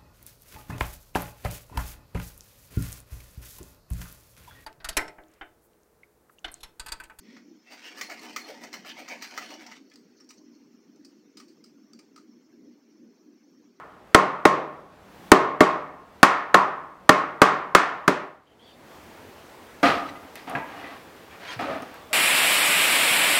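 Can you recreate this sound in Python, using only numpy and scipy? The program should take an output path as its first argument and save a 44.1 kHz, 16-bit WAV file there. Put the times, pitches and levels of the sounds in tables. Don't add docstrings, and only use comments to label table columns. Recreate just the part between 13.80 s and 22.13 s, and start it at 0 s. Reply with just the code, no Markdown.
import sys
import numpy as np
from scipy import signal
from scipy.io import wavfile
from scipy.ndimage import uniform_filter1d

SR = 44100
rng = np.random.default_rng(int(sys.argv[2]) if len(sys.argv) > 2 else 0)


def boost(x):
    u = np.asarray(x, float) / 20
    return 10 ** u


def dump(signal):
    limited = np.clip(np.atleast_2d(signal).T, -1, 1)
    pcm = np.round(limited * 32767).astype(np.int16)
    wavfile.write(sys.argv[1], SR, pcm)


N = 367353
T = np.arange(N) / SR

# start_s, level_db, bench_thud_db, knock_db (near 1350 Hz), bright_db (from 2200 Hz)
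BLOWS = [
    (0.3459, -11, -5, -1.5, -3.5),
    (.6527, -13, -0.5, -5, -4),
    (1.5172, -7, -2.5, -3.5, -4.5),
    (1.806, -8.5, -3.5, -4, -4.5),
    (2.4298, -5, -13.5, 0, -2),
    (2.7428, -4.5, -9, 1, -7.5),
    (3.292, -7, -4, 3, -1),
    (3.6167, -3.5, -6.5, 0.5, -1.5),
    (3.949, -6.5, -6, 3, 2.5),
    (4.278, -13.5, 3.5, 4.5, 4),
]
EARLIER_BLOW = (-0.21, -22, -5, 3, -3)
# pitch_hz, level_db, t60_s
FRAME_MODES = [(61, -41, 0.04), (149.3, -25, 1), (190.5, -7.5, 0.22), (272.7, 2, 0.087), (323.7, 7, 0.054),
               (386.6, -9, 0.32), (440.7, 2, 0.083), (538, -2.5, 0.07), (610, -2.5, 0.15), (718, 0, 0.039),
               (805, 1, 0.026), (990, -11, 0.024), (993.4, -1.5, 0.043), (1072, -8.5, 0.31),
               (1139.6, -7, 0.14), (1254, 2.5, 0.032), (1380, -1, 0.019), (1423, -0.5, 0.036),
               (1577, -2, .03), (1768, -2, 0.032), (1838, 3, 0.02), (2155, -11.5, 0.1), (2550, -15, 0.045),
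               (2424, -6.5, 0.012)]
# frequency_hz, level_db
SLAP_SPECTRUM = [(100, -29), (400, -6), (1200, -1), (2500, -11.5), (4000, -17.5), (8000, -23.5),
                 (12000, -31.5), (16000, -35)]
# time_s, level_db
MALLET_FADE = [(0, 7.5), (4.3, -2.5), (4.45, -5.5), (4.6, -11.5), (4.8, -35), (8.4, -46.5)]
# frequency_hz, t60_s
WALL_T60 = [(100, 1), (260, 0.69), (700, 0.83), (1840, 0.7), (4850, 0.44), (12800, 0.23)]
# frequency_hz, level_db
WALL_COLOUR = [(60, -10.5), (250, -7.5), (700, 3.5), (1150, 5.5), (1550, 0), (2200, 3.5), (6000, 5),
               (15000, -3.5)]
# delay_s, level_db
EARLY_ECHOES = [(.0031, -4), (.0062, -12.5), (.0105, -11.5), (.017, -14), (.024, -20.5)]

# pitch_hz, width_hz, level_db
BLOCK_MODES = [(290.3, 40, 8.5), (542, 78, -2), (699, 23, 3.5), (800, 41, -3), (930, 57, -4),
               (1130, 280, 9.5), (1215, 34, -6)]
# pitch_hz, width_hz, level_db
GRAIN_MODES = [(1610, 110, 0), (1820, 400, 14), (2220, 960, 18), (3020, 1400, 6.5)]
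# pitch_hz, width_hz, level_db
FIZZ_MODES = [(4230, 1700, 3.5), (7850, 3300, -15)]
# start_s, rumble_db, t60_s, dryness_db, free_length_pitch_hz
JOLTS = [
    (6.029, -14.5, 0.64, -7, 1240),
    (6.43, -58, 0.44, -9, 750),
    (6.554, -50, .4, 2, 800),
    (6.671, -37, 0.24, -7.5, 745),
    (6.751, -33, 0.54, -17, 1000),
    (7.791, -28.5, 0.37, -8.5, 740),
    (8.019, -43, .3, -11, 735),
]
# start_s, length_s, rumble_db, dryness_db, pitch_hz
SLIDES = [
    (6.26, .05, -52, 1.5, 780),
    (6.695, 0.096, -33, -23, 760),
    (6.849, 0.24, -41.5, -7, 800),
    (6.988, .25, -42.5, -5, 1130),
    (7.494, .1, -48.5, -3.5, 800),
    (7.587, 0.22, -42.5, 1.5, 1010),
    (7.703, .05, -58.5, 13, 1020),
    (7.803, 0.24, -29.5, -12, 637),
    (8.038, .22, -47, -4.5, 870),
    (8.304, 0.098, -37.5, -13, 632),
]
# start_s, peak_db, pitch_hz, thud_db, tick_db
KNOCKS = [(6.0294, -14.5, 620, 2, -16), (6.356, -39, 2030, -18, -26), (6.448, -38.5, 684, -1, -27),
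          (6.5556, -38, 2100, -21, 6.5), (6.675, -34, 920, 0.5, -17), (6.697, -41, 780, -12, 6.5),
          (6.7509, -19.5, 1645, -32, -28), (6.784, -27, 930, -26, -37), (7.041, -36, 1900, 0.5, -18.5),
          (7.51, -45, 2350, -22, -27), (7.793, -29, 1297, -27, -23), (7.81, -27.5, 650, -17, -11),
          (7.98, -36, 685, -16, -36), (8.022, -37, 686, 5, 1.5), (8.142, -38, 1130, -16, -3.5)]
# start_s, level_db, pitch_hz
THUMPS = [
    (6.7494, -33, 141),
    (7.764, -35.5, 117),
    (7.793, -45, 117),
]
# start_s, length_s, pitch_hz, level_db, step_db (per overtone)
SQUEAKS = [(6.283, 0.024, 1980, -38.5, -7.5), (7.6, .025, 2300, -61, -3), (7.9, 0.031, 1900, -50, -17),
           (7.668, 0.064, 3250, -38.5, -12), (6.98, .18, 1990, -45, -30), (6.9, .18, 2880, -54, -30),
           (7.795, .035, 5200, -53, -20), (8.6, .045, 4620, -52, -22), (6.76, 0.11, 900, -36, -27),
           (9.9, .16, 680, -35, -20), (7.83, .12, 560, -33, -20), (8.296, 0.058, 617, -36.5, -34)]
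# start_s, length_s, from_hz, to_hz, level_db
BIRD_NOTES = [
    (.08, 0.11, 3200, 3070, -73.5),
    (4.65, 0.11, 3130, 3050, -67),
    (4.78, 0.092, 3070, 3560, -60),
    (4.84, 0.095, 3480, 2960, -57.5),
    (4.86, 0.116, 3580, 3560, -62.5),
    (4.8, .17, 4500, 4700, -67),
]
# pitch_hz, width_hz, level_db
DRONE_MODES = [(73, 30, -3.5), (188, 25, 1.5)]
# frequency_hz, density_db (per Hz)
HISS_SPECTRUM = [(15, -34.5), (27, -16.5), (57, -15), (85, -2.5), (113, -9.5), (233, -3.5), (442, -2.5),
                 (900, -6.5), (2000, -13), (4000, -20.5), (7000, -26), (10000, -29), (15800, -28)]

DUCK_DB, HOLD_S, RECOVER_DB_PER_S = -12, 0.43, 32
CHANGE_S, CHANGE_DB, OUT_S, IN_S = 4.607, -19.5, 0.46, 0.52


def evened(x):
    return x / np.sqrt(np.mean(x ** 2) + 1e-20)


def read(points, hz):
    f, value = np.transpose(points)
    return np.interp(np.log(hz + 1), np.log(f + 1), value)


def add(mix, s, sound):
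    at = round(s * SR)
    sound = sound[max(-at, 0):]
    part = mix[max(at, 0):][:len(sound)]
    part += sound[:len(part)]


def resonate(x, hz, width):
    turn = np.exp(2j * np.pi * np.cumsum(hz * np.ones(len(x))) / SR)
    r = np.exp(-np.pi * width / SR)
    return 2 * (turn * signal.lfilter([1 - r], [1, -r], x / turn)).real


def through(x, modes):
    out = np.zeros(len(x))
    for hz, width, db in modes:
        r = np.exp(-np.pi * 1.5 * width / SR)
        pole = r * np.exp(2j * np.pi * hz / SR)
        ring = signal.lfilter([(1 - r) ** 2], [1, -2 * pole, pole ** 2], x).real
        out += boost(db) / np.sqrt(width) * ring
    return evened(out)


def causal(gain):
    return np.fft.ifft(np.exp(np.conj(signal.hilbert(np.log(gain))))).real[:len(gain) // 2]


def blow(db, thud_db, knock_db, bright_db):
    t = np.arange(SR // 2) / SR
    f = abs(np.fft.fftfreq(8192, 1 / SR))
    hz, mode_db, t60 = np.transpose(FRAME_MODES)[:, :, None]
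    spread, phase = rng.standard_normal((2, len(FRAME_MODES), 1))
    spot = [(350, thud_db), (650, -2.5 + 0.7 * thud_db), (1000, 0.0068), (1160, 0),
            (1350, knock_db), (2200, bright_db)]
    size = boost(mode_db + read(spot, hz) + 0.71 * spread)
    rise = 1 - np.exp(-(t / (0.001 + 1.0 / hz)) ** 2)
    ring = (size * boost(-60 * t / t60) * rise * np.sin(2 * np.pi * hz * t + 3 * phase)).sum(0)

    slap = boost(read(SLAP_SPECTRUM, f) + bright_db + 26.0)
    rattle = rng.standard_normal(len(t)) * boost(-17.5 - 60 * t / 0.085)
    rattle *= np.clip(t / 0.00022, 0, 1) ** 2
    direct = ring + signal.fftconvolve(rattle, causal(slap))[:len(t)]

    modes_power = (size * SR / (4 * np.pi)) ** 2 / ((f - hz) ** 2 + (1.7 / t60) ** 2)
    modes_power = modes_power / (1 + (f / (2.7 * hz)) ** 4)
    blend = causal(np.sqrt(boost(-5.5) * modes_power.sum(0) + boost(14) * slap ** 2))
    return boost(db + 2.5) * direct, boost(db + 4.5) * blend


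def mallet():
    out, last_s = np.zeros(N), -1
    for s, *row in [EARLIER_BLOW] + list(BLOWS):
        direct, blend = blow(*row)
        sound = boost(-4.0) * signal.fftconvolve(blend, walls())
        add(sound, 0, direct)
        surge_db = 1.6 + 23.1 * min(s - last_s, 0.9)
        last_s = s
        clamp = np.exp(-(np.arange(len(sound)) / SR / 0.0063) ** 2)
        add(out, s, sound * boost(surge_db * clamp - 5.5))
    out = signal.sosfilt(signal.butter(2, 105, "highpass", fs=SR, output="sos"), out)
    return out * boost(np.interp(T, *np.transpose(MALLET_FADE)))


def walls(size=36000):
    hz, t, z = signal.stft(rng.standard_normal(size), SR, nperseg=256)
    fall_db = -60 * t / read(WALL_T60, hz)[:, None]
    late = boost(-11.5 + 0.79 * fall_db)
    z = z * boost(read(WALL_COLOUR, hz))[:, None] * np.hypot(boost(1.13 * fall_db), late)
    tail = signal.istft(z, SR, nperseg=256)[1][:size]
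    tail *= np.clip(np.arange(size) / SR / 0.0061, 0, 1)
    tail /= np.linalg.norm(tail)
    for s, db in EARLY_ECHOES:
        tail[round(s * rng.uniform(0.9, 1.1) * SR)] += boost(db + 1.0) * rng.choice([-1, 1])
    return tail


def jolt(s, db, t60, dry_db, hz):
    hold_s, rise_s = 0.038, 0.0015
    t = np.arange(0, hold_s + t60, 1 / SR)
    fall_db = -60 * np.maximum(t - hold_s, 0) / t60
    rise = np.clip(t / rise_s, 0, 1)
    return s, rise * boost(db + fall_db), rise * boost(db + 1.38 * fall_db), dry_db, hz


def slide(s, length, db, dry_db, hz):
    u = np.arange(0, 1, 1 / (length * SR))
    swell = boost(db - 14 * (2 * u - 1) ** 2) * signal.windows.tukey(len(u), 0.1)
    return s, swell, swell, dry_db, hz


def rails():
    slips_per_s = np.array([[2000], [5000], [9000]])
    slips = boost(2.3 * np.minimum(rng.exponential(1, (3, N)), 5)) * rng.choice([-1, 1], (3, N))
    slips = slips * (rng.random((3, N)) < slips_per_s / SR)
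    drag = through(slips[0], [(750, 380, 0)])
    block = evened(through(slips[0], BLOCK_MODES) + 1.12 * drag)
    scrape = through(slips[1], GRAIN_MODES)
    fizz = through(slips[2], FIZZ_MODES)
    out = np.zeros(N)
    moves = [jolt(*row) for row in JOLTS] + [slide(*row) for row in SLIDES]
    for s, low, dry, dry_db, hz in moves:
        start = round(s * SR)
        at = slice(start, min(start + len(low), N))
        note = resonate(resonate(slips[1, at], hz, 98), hz, 98) / np.std(slips[1]) * boost(16.0)
        wood = 0.63 * block[at] + boost(1) * note
        grain = boost(dry_db) * scrape[at] + boost(-10.5 + 1.74 * dry_db) * fizz[at]
        out[at] += low[:len(wood)] * wood + dry[:len(wood)] * grain
    return out


def knocks():
    t, out = np.arange(6000) / SR, np.zeros(N)
    thud_hz = 285
    for s, db, hz, thud_db, tick_db in KNOCKS:
        noise = rng.standard_normal((2, len(t)))
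        ring = np.sin(2 * np.pi * hz * t) * boost(-3 - 60 * t / 0.06)
        puff = through(noise[0], [(1.3 * hz, 600, 0)]) * boost(-7 - 60 * t / 0.056)
        thud = np.sin(2 * np.pi * thud_hz * t) * boost(thud_db - 60 * t * thud_hz / 28)
        tick = through(noise[1], [(6630, 19000, 0)]) * boost(tick_db + 8 - 60 * t / 0.0053)
        add(out, s, boost(db) * (ring + puff + thud + tick) * np.clip(t / 0.0012, 0, 1))
    for s, db, hz in THUMPS:
        add(out, s, np.sin(2 * np.pi * hz * t) * boost(db - 60 * t * hz / 26))
    return out + boost(-6.5) * signal.fftconvolve(out, walls())[:N]


def squeaks():
    out = np.zeros(N)
    for s, length, hz, db, step_db in SQUEAKS:
        n = round(length * SR)
        waver = uniform_filter1d(rng.standard_normal(size=8000), size=200)[:n]
        turns = np.cumsum(hz * (1 + 0.17 * waver)) / SR
        tone = sum(boost(step_db * k) * np.sin(2 * np.pi * (k + 1) * turns) for k in range(4))
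        add(out, s, boost(db) * np.hanning(n) * tone)
    return out


def bird():
    out = np.zeros(N)
    for s, length, from_hz, to_hz, db in BIRD_NOTES:
        n = round(length * SR)
        whistle = resonate(rng.standard_normal(12000)[:n], np.linspace(from_hz, to_hz, n), 120)
        add(out, s, boost(db) * evened(whistle) * signal.windows.tukey(n, 0.6))
    return out


def ducking_db(t):
    blows = np.array([EARLIER_BLOW[0]] + [row[0] for row in BLOWS])
    since = t - blows[np.searchsorted(blows, t) - 1]
    return np.minimum(DUCK_DB + RECOVER_DB_PER_S * np.maximum(since - HOLD_S, 0), 0)


def scene_change_db(t):
    return np.interp(t, [CHANGE_S - OUT_S, CHANGE_S, CHANGE_S + IN_S], [0, CHANGE_DB, 0])


def drone():
    fade_db = np.interp(T, [CHANGE_S - OUT_S, CHANGE_S], [0, -25])
    duck_db = 0.65 * uniform_filter1d(ducking_db(T), size=1500)
    return boost(-56 + fade_db + duck_db) * through(rng.standard_normal(N), DRONE_MODES)


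def hiss():
    frames, hz = N // 512 + 5, np.fft.rfftfreq(2048, 1 / SR)[:, None]
    a, b, patches = rng.standard_normal((frames, 1025, 3)).T
    patches = evened(uniform_filter1d(uniform_filter1d(patches, size=20, axis=0), size=7, axis=1))
    t = np.arange(frames) * 512 / SR
    tilt = 0.32 / (1 + (11000 / (hz + 1)) ** 6) - 0.47 / (1 + (hz / 1500) ** 2)
    tilt_db = ducking_db(t) * tilt
    noise, spectrum_db = a + 1j * b, read(HISS_SPECTRUM, hz)
    flat = signal.istft(noise * boost(spectrum_db), nperseg=2048, noverlap=1536)[1]
    full = signal.istft(noise * boost(spectrum_db + tilt_db + 1.0 * patches), nperseg=2048, noverlap=1536)[1]
    gain_db = np.minimum(uniform_filter1d(ducking_db(T), size=1500), scene_change_db(T))
    return boost(-47.5 + gain_db) * full[:N] / np.std(flat)


def scene():
    bass_cut = signal.butter(2, 95, "highpass", fs=SR, output="sos")
    handling = signal.sosfilt(bass_cut, rails() + knocks())
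    return (mallet() + handling + squeaks() + bird() + hiss() + drone())[None]


def top_cut(x):
    return signal.sosfilt(signal.butter(12, 15880, fs=SR, output="sos"), x)


def record(dry):
    mix = np.clip(dry, -1, 1)
    return top_cut(mix)


dry = scene()
out = record(dry)
dump(out)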